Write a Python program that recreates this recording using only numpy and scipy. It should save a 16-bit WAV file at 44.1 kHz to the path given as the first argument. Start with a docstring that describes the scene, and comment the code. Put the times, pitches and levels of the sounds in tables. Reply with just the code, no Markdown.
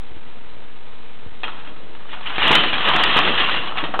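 """Wooden block tower falling

A small live room with a faint hum; a hand-held camera, bumped now and then, stands near the tower.
A hand knocks a few blocks from its foot; it leans, breaks up and falls in two waves. Hundreds of
blocks clack together and knock on the floor, which thuds; stragglers land on the heap.
The camera's microphone is narrow-band and gritty, and overloads at the peak."""
import sys
import numpy as np
from scipy import signal
from scipy.fft import rfft, irfft
from scipy.io import wavfile

SR = 44100
rng = np.random.default_rng(int(sys.argv[2]) if len(sys.argv) > 2 else 0)


def waveform_to_disk(signal):
    """Save audio, clipped to [-1, 1], as 16-bit WAV at the path in sys.argv[1]."""
    frames = np.transpose(np.atleast_2d(signal))
    scaled = np.clip(frames, -1, 1) * 32767
    samples = np.round(scaled).astype(np.int16)
    wavfile.write(sys.argv[1], SR, samples)


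N = 176400

# course of the first spill and the fall, in relative levels: time_s, clack_db, knock_db, thud_db
FALL_LEVELS = [(1.45, -39.5, -34.5, -41), (1.57, -53, -44, -47.5), (1.6, -40, -52, -59),
               (1.62, -54, -42.5, -48.5), (1.89, -67, -64.5, -47.5), (1.98, -61.5, -47.5, -57.5),
               (2.13, -38, -44, -44.5), (2.15, -44.5, -35.5, -47.5), (2.2, -42, -42, -56),
               (2.27, -30, -32, -47), (2.34, -31, -31, -45.5), (2.44, -13.5, -19, -33),
               (2.52, -14, -16.5, -23.5), (2.68, -23.5, -30, -32.5), (2.84, -22, -23, -34),
               (2.89, -14, -16.5, -28), (2.91, -20, -20, -29), (3.15, -17.5, -21.5, -32),
               (3.17, -16.5, -19.5, -27), (3.21, -19.5, -19.5, -29), (3.32, -19.5, -23.5, -23.5),
               (3.36, -23, -22.5, -37.5), (3.4, -15, -19, -25.5), (3.48, -28.5, -27, -39),
               (3.51, -19, -28, -32.5), (3.75, -43, -31.5, -42), (3.78, -27.5, -22.5, -51.5),
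               (3.82, -40.5, -32.5, -41), (3.85, -28, -28.5, -30.5), (3.9, -55, -41.5, -41),
               (3.96, -37, -33, -39.5), (3.98, -33, -39.5, -21)]
# modes of a block striking another: pitch_hz, level_db, t60_s
CLACK_MODES = [(1875, -1, 0.024), (2563, 4.5, 0.014), (3005, -0.5, 0.073), (3499, -1, 0.021)]
# modes of a block landing flat: pitch_hz, level_db, t60_s
KNOCK_MODES = [(774, -7, 0.018), (990, -8.5, 0.025), (1225, 2, 0.02), (1623, -1, 0.01)]
# modes of the floor: pitch_hz, level_db, t60_s
FLOOR_MODES = [(75, -8.5, 0.02), (157, -12.5, 0.06), (210, -5, 0.059), (318.7, -1, 0.041),
               (450, -0.5, 0.02), (621, -11.5, 0.062)]


def undb(db):
    """Decibels to gain."""
    return 10 ** (np.asarray(db) / 20)


def unit(x):
    """Scale to an energy of one."""
    return x / np.sqrt(np.sum(x ** 2))


def colour(x, points):
    """Filter by a curve of (pitch_hz, gain_db) points."""
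    hz, db = np.array(points, float).T
    bins_hz = np.fft.rfftfreq(N + SR // 2, 1 / SR)
    gain = undb(np.interp(np.log(bins_hz + 1), np.log(hz), db))
    return irfft(rfft(x, N + SR // 2) * gain)[:N]


def add(out, start_s, sound):
    """Mix a sound in at a time."""
    i = int(np.clip(start_s * SR, 0, N))
    out[i:i + len(sound)] += sound[:N - i]


def contact(modes, crack=1, size_spread=.0778, scatter_db=3, crack_s=.00062, early_s=.009):
    """One strike of unit energy: a crack, the modes of a piece of random size, nearby reflections."""
    t = np.arange(SR // 16) / SR
    hz, db, t60 = np.array(modes, float).T[:, :, None]
    detune, strike_spot = rng.standard_normal((2, len(modes), 1))
    hz = hz * np.exp(size_spread * (rng.standard_normal() + detune) / np.sqrt(2))
    gain = undb(db + scatter_db * strike_spot) * np.sign(rng.standard_normal(hz.shape))
    decay = np.exp(-np.log(1000) * t / t60)
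    body = np.sum(gain * np.sin(np.float32(2 * np.pi * hz * t)) * decay, axis=0)
    body += crack * undb(3.5) * rng.standard_normal(len(t)) * np.exp(-np.minimum(t / crack_s, 20))
    reflections = undb(-4) * unit(rng.standard_normal(len(t)) * np.exp(-t / early_s))
    return unit(body + signal.fftconvolve(body, reflections)[:len(t)])


def soft_contacts(events, modes, gain_db, lag_s=.008):
    """Soft, heavy contacts sound a moment late and move only the low modes."""
    out = np.zeros(N)
    for start, db in events:
        add(out, start + lag_s, undb(db + gain_db) * contact(modes, crack=0))
    return out


def room(x, t60_s=.6, tail_db=-7, gap_s=.006):
    """The direct sound and the weaker tail of a small, bare room."""
    t = np.arange(SR // 2) / SR
    tail = rng.standard_normal(len(t)) * (t > gap_s) * np.exp(-np.log(1000) * t / t60_s)
    response = undb(tail_db) * unit(tail)
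    response[0] = 1
    return signal.oaconvolve(x, unit(response))[:N]


def room_tone(hiss_db=-45.5):
    """Steady hiss and a faint, slightly wavering hum."""
    # spectral shape of the hiss: pitch_hz, density_db
    hiss_shape = [(30, -2), (60, -8), (230, -10.5), (460, -14), (650, -18.5), (950, -19), (1500, -21),
                  (4000, -26.5)]
    # tones of the hum: pitch_hz, level_db
    hum_tones = [(231.5, -58), (468.3, -57), (931.3, -63), (1244, -59.5)]
    t = np.arange(N) / SR
    hiss = unit(colour(rng.standard_normal(N), hiss_shape + [(5000, -59)])) * np.sqrt(N) * undb(hiss_db)
    drift_s = np.cumsum(rng.standard_normal(N)) / np.sqrt(SR) * .0012
    hum = sum(np.sqrt(2) * undb(db) * np.sin(2 * np.pi * hz * (t + drift_s)) for hz, db in hum_tones)
    return hiss + hum


def camera_bumps():
    """Dull bumps on the hand-held camera, right at the microphone and free of the room's tail."""
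    # bumps on the camera: start_s, relative_db
    bumps = [(0.107, -31.5), (0.158, -30.5), (0.26, -39.5), (0.362, -44), (0.558, -40.5), (1.254, -28),
             (1.31, -39)]
    # modes of the bumped camera: pitch_hz, level_db, t60_s
    camera_modes = [(55.3, 9, .07), (98.1, 10, 0.024), (205, -4.5, 0.026), (314, 0.5, .04), (460, -1, .04)]
    return soft_contacts(bumps, camera_modes, gain_db=24)


def corner_strike(hollow_db):
    """A corner cracks sharply: a bright clack and a hollow knock, which hollow_db raises."""
    return undb(9) * contact(CLACK_MODES, crack=2.2) + undb(20 + hollow_db) * contact(KNOCK_MODES)


def single_blocks(rebounds=4, fade_db=9.5):
    """Each block hits with one corner, then chatters down on the others."""
    # blocks that stand out: start_s, relative_db, hollow_db, chatter_db, chatter_s
    hits = [(1.434, -7, -14.5, -1, 0.017), (1.48, -15.5, -3.5, -8, 0.02), (1.599, -26, -8, -7, 0.017),
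            (1.649, -25.5, -8, -8, 0.02), (1.674, -22.5, -15, -3, 0.01), (1.763, -35, -2.5, -6, 0.02),
            (1.951, -31, -1, -12.5, 0.024), (2.004, -34, -4, -14, 0.02), (2.129, -19, -12, 4, 0.02),
            (2.139, -23, -21, -9, 0.018), (2.262, -13, -25, 5, 0.02), (2.304, -16, -12, -18.5, 0.029),
            (2.382, -1, -24, -9.5, 0.018), (2.42, -4, -16.5, 2.5, 0.02), (2.455, -10.5, -5, -4, 0.027),
            (2.509, -3.5, -13.5, 6, 0.02), (2.53, 1, -14.5, -9, 0.017), (2.553, 11, -16.5, -14.5, 0.02),
            (2.57, -2, -18, -13.5, 0.02), (2.637, -6.5, -3, -7.5, 0.015), (2.681, -4, -19.5, -7, 0.015),
            (2.732, -3.5, -19.5, 2, 0.02), (2.877, -2.5, -16, -2, 0.02), (2.936, -0.5, -18.5, -2, 0.02),
            (2.964, -6, -5, -10.5, 0.02), (2.996, -3, -20.5, 1, 0.02), (3.037, 3.5, -27, -12.5, 0.022),
            (3.165, 0, -10.5, -0.5, 0.02), (3.19, -6, -3.5, -6, 0.02), (3.276, -2.5, -10.5, -2, 0.02),
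            (3.399, -17, -26, -6, 0.017), (3.488, -5.5, -11.5, 2.5, 0.02), (3.545, -11, -10, -0.5, 0.018),
            (3.659, -14, -25, 6, 0.04), (3.773, -6, -16.5, 3, 0.022), (3.839, -7.5, -11.5, -7.5, 0.018),
            (3.94, -19.5, 4, 1, 0.018), (3.992, -6, -1, -1.5, 0.02)]
    out = np.zeros(N)
    for start, db, hollow_db, chatter_db, chatter_s in hits:
        add(out, start, undb(db) * corner_strike(hollow_db))
        for progress in (np.arange(rebounds) + .5 + rng.random(rebounds)) / rebounds:
            gain = undb(db + chatter_db - fade_db * progress)
            add(out, start + progress * chatter_s, gain * corner_strike(hollow_db))
    return out


def collisions(level_db, modes, crack=1, slots=2400, peak_per_s=900, thinning=.35, spread_db=4):
    """Random collisions that get denser and harder as the level rises."""
    times = np.array(FALL_LEVELS)[:, 0]
    span_s = times[-1] - times[0]
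    jitter, luck, softness = rng.random((slots, 3)).T
    starts = times[0] + span_s * (np.arange(slots) + jitter) / slots
    db = np.interp(starts, times, level_db)
    chance = np.clip(peak_per_s * span_s / slots * undb(db - max(level_db)) ** thinning, 0, 1)
    force = undb(-spread_db * np.log(np.maximum(softness, .04)))
    # the mean power follows the level, however sparse the collisions
    force *= undb(db) * np.sqrt(SR * span_s / slots / chance / np.mean(force ** 2))
    pieces = [contact(modes, crack) for _ in range(slots // 24)]
    out = np.zeros(N)
    for k in np.flatnonzero(luck < chance):
        add(out, starts[k], force[k] * pieces[k % len(pieces)])
    return out


def collapse():
    """Blocks clack on each other, knock on the floor and shake it, all ringing in the room."""
    _, clack_db, knock_db, thud_db = np.array(FALL_LEVELS).T
    clacks = room(collisions(clack_db - 1.5, CLACK_MODES))
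    knocks = room(collisions(knock_db - .5, KNOCK_MODES))
    thuds = room(collisions(thud_db - .5, FLOOR_MODES, crack=0))
    return clacks + knocks + thuds


def floor_thuds():
    """Heavy landings set the floor's low modes ringing."""
    # heavy landings: start_s, relative_db
    landings = [(2.405, -27), (2.498, -11.5), (2.939, -20), (3.154, -16), (3.272, -19), (3.819, -19.5),
                (3.885, -25.5)]
    return soft_contacts(landings, FLOOR_MODES, gain_db=21.5)


def snap(centre_s=3.04, pitch_hz=4640, width_s=.00092, level_db=-20.5):
    """A few milliseconds of high ping, above the rest of the treble, at 3.04 s."""
    t = np.arange(N) / SR - centre_s
    return undb(level_db) * np.exp(-(t / width_s) ** 2) * np.sin(2 * np.pi * pitch_hz * t)


def steep_lowpass(x, edge_hz):
    """Cut the treble sharply above an edge."""
    return signal.sosfilt(signal.ellip(8, .1, 70, edge_hz, fs=SR, output="sos"), x)


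def coarse_converter(x, stride=5, step=.013):
    """Coarse steps at a low sample rate turn quiet sound into a fine, gritty crackle."""
    smooth = steep_lowpass(x, edge_hz=4400)
    out = np.zeros(N)
    out[::stride] = stride * step * np.round(smooth[::stride] / step)
    return out


def scene():
    """The blocks in the room, bumps on the camera and the room tone, in mono."""
    blocks = collapse() + room(single_blocks() + floor_thuds())
    return (blocks + camera_bumps() + room_tone())[None]


def record(dry):
    """The narrow-band microphone squashes the upper peaks; an offset makes the lower ones clip."""
    # response of the camera microphone: pitch_hz, gain_db
    mic_response = [(5, -9.5), (25, -3.5), (300, -1), (500, 0.5), (900, 3), (1250, -0.5), (1600, 1),
                    (2100, 0.5), (3000, 2), (3600, 0.5), (4000, -2), (4300, -13.5), (4600, -37.5),
                    (4900, -85.5)]
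    bias, offset, ceiling = .12, -.112, .69
    rest = np.tanh(bias)
    saturated = (np.tanh(dry[0] + bias) - rest) / (1 - rest ** 2)
    narrow = colour(coarse_converter(saturated), mic_response)
    clipped = np.clip(narrow + snap() + offset, -ceiling, ceiling)
    return steep_lowpass(clipped, edge_hz=15800)[None]


dry = scene()
out = record(dry)
waveform_to_disk(out)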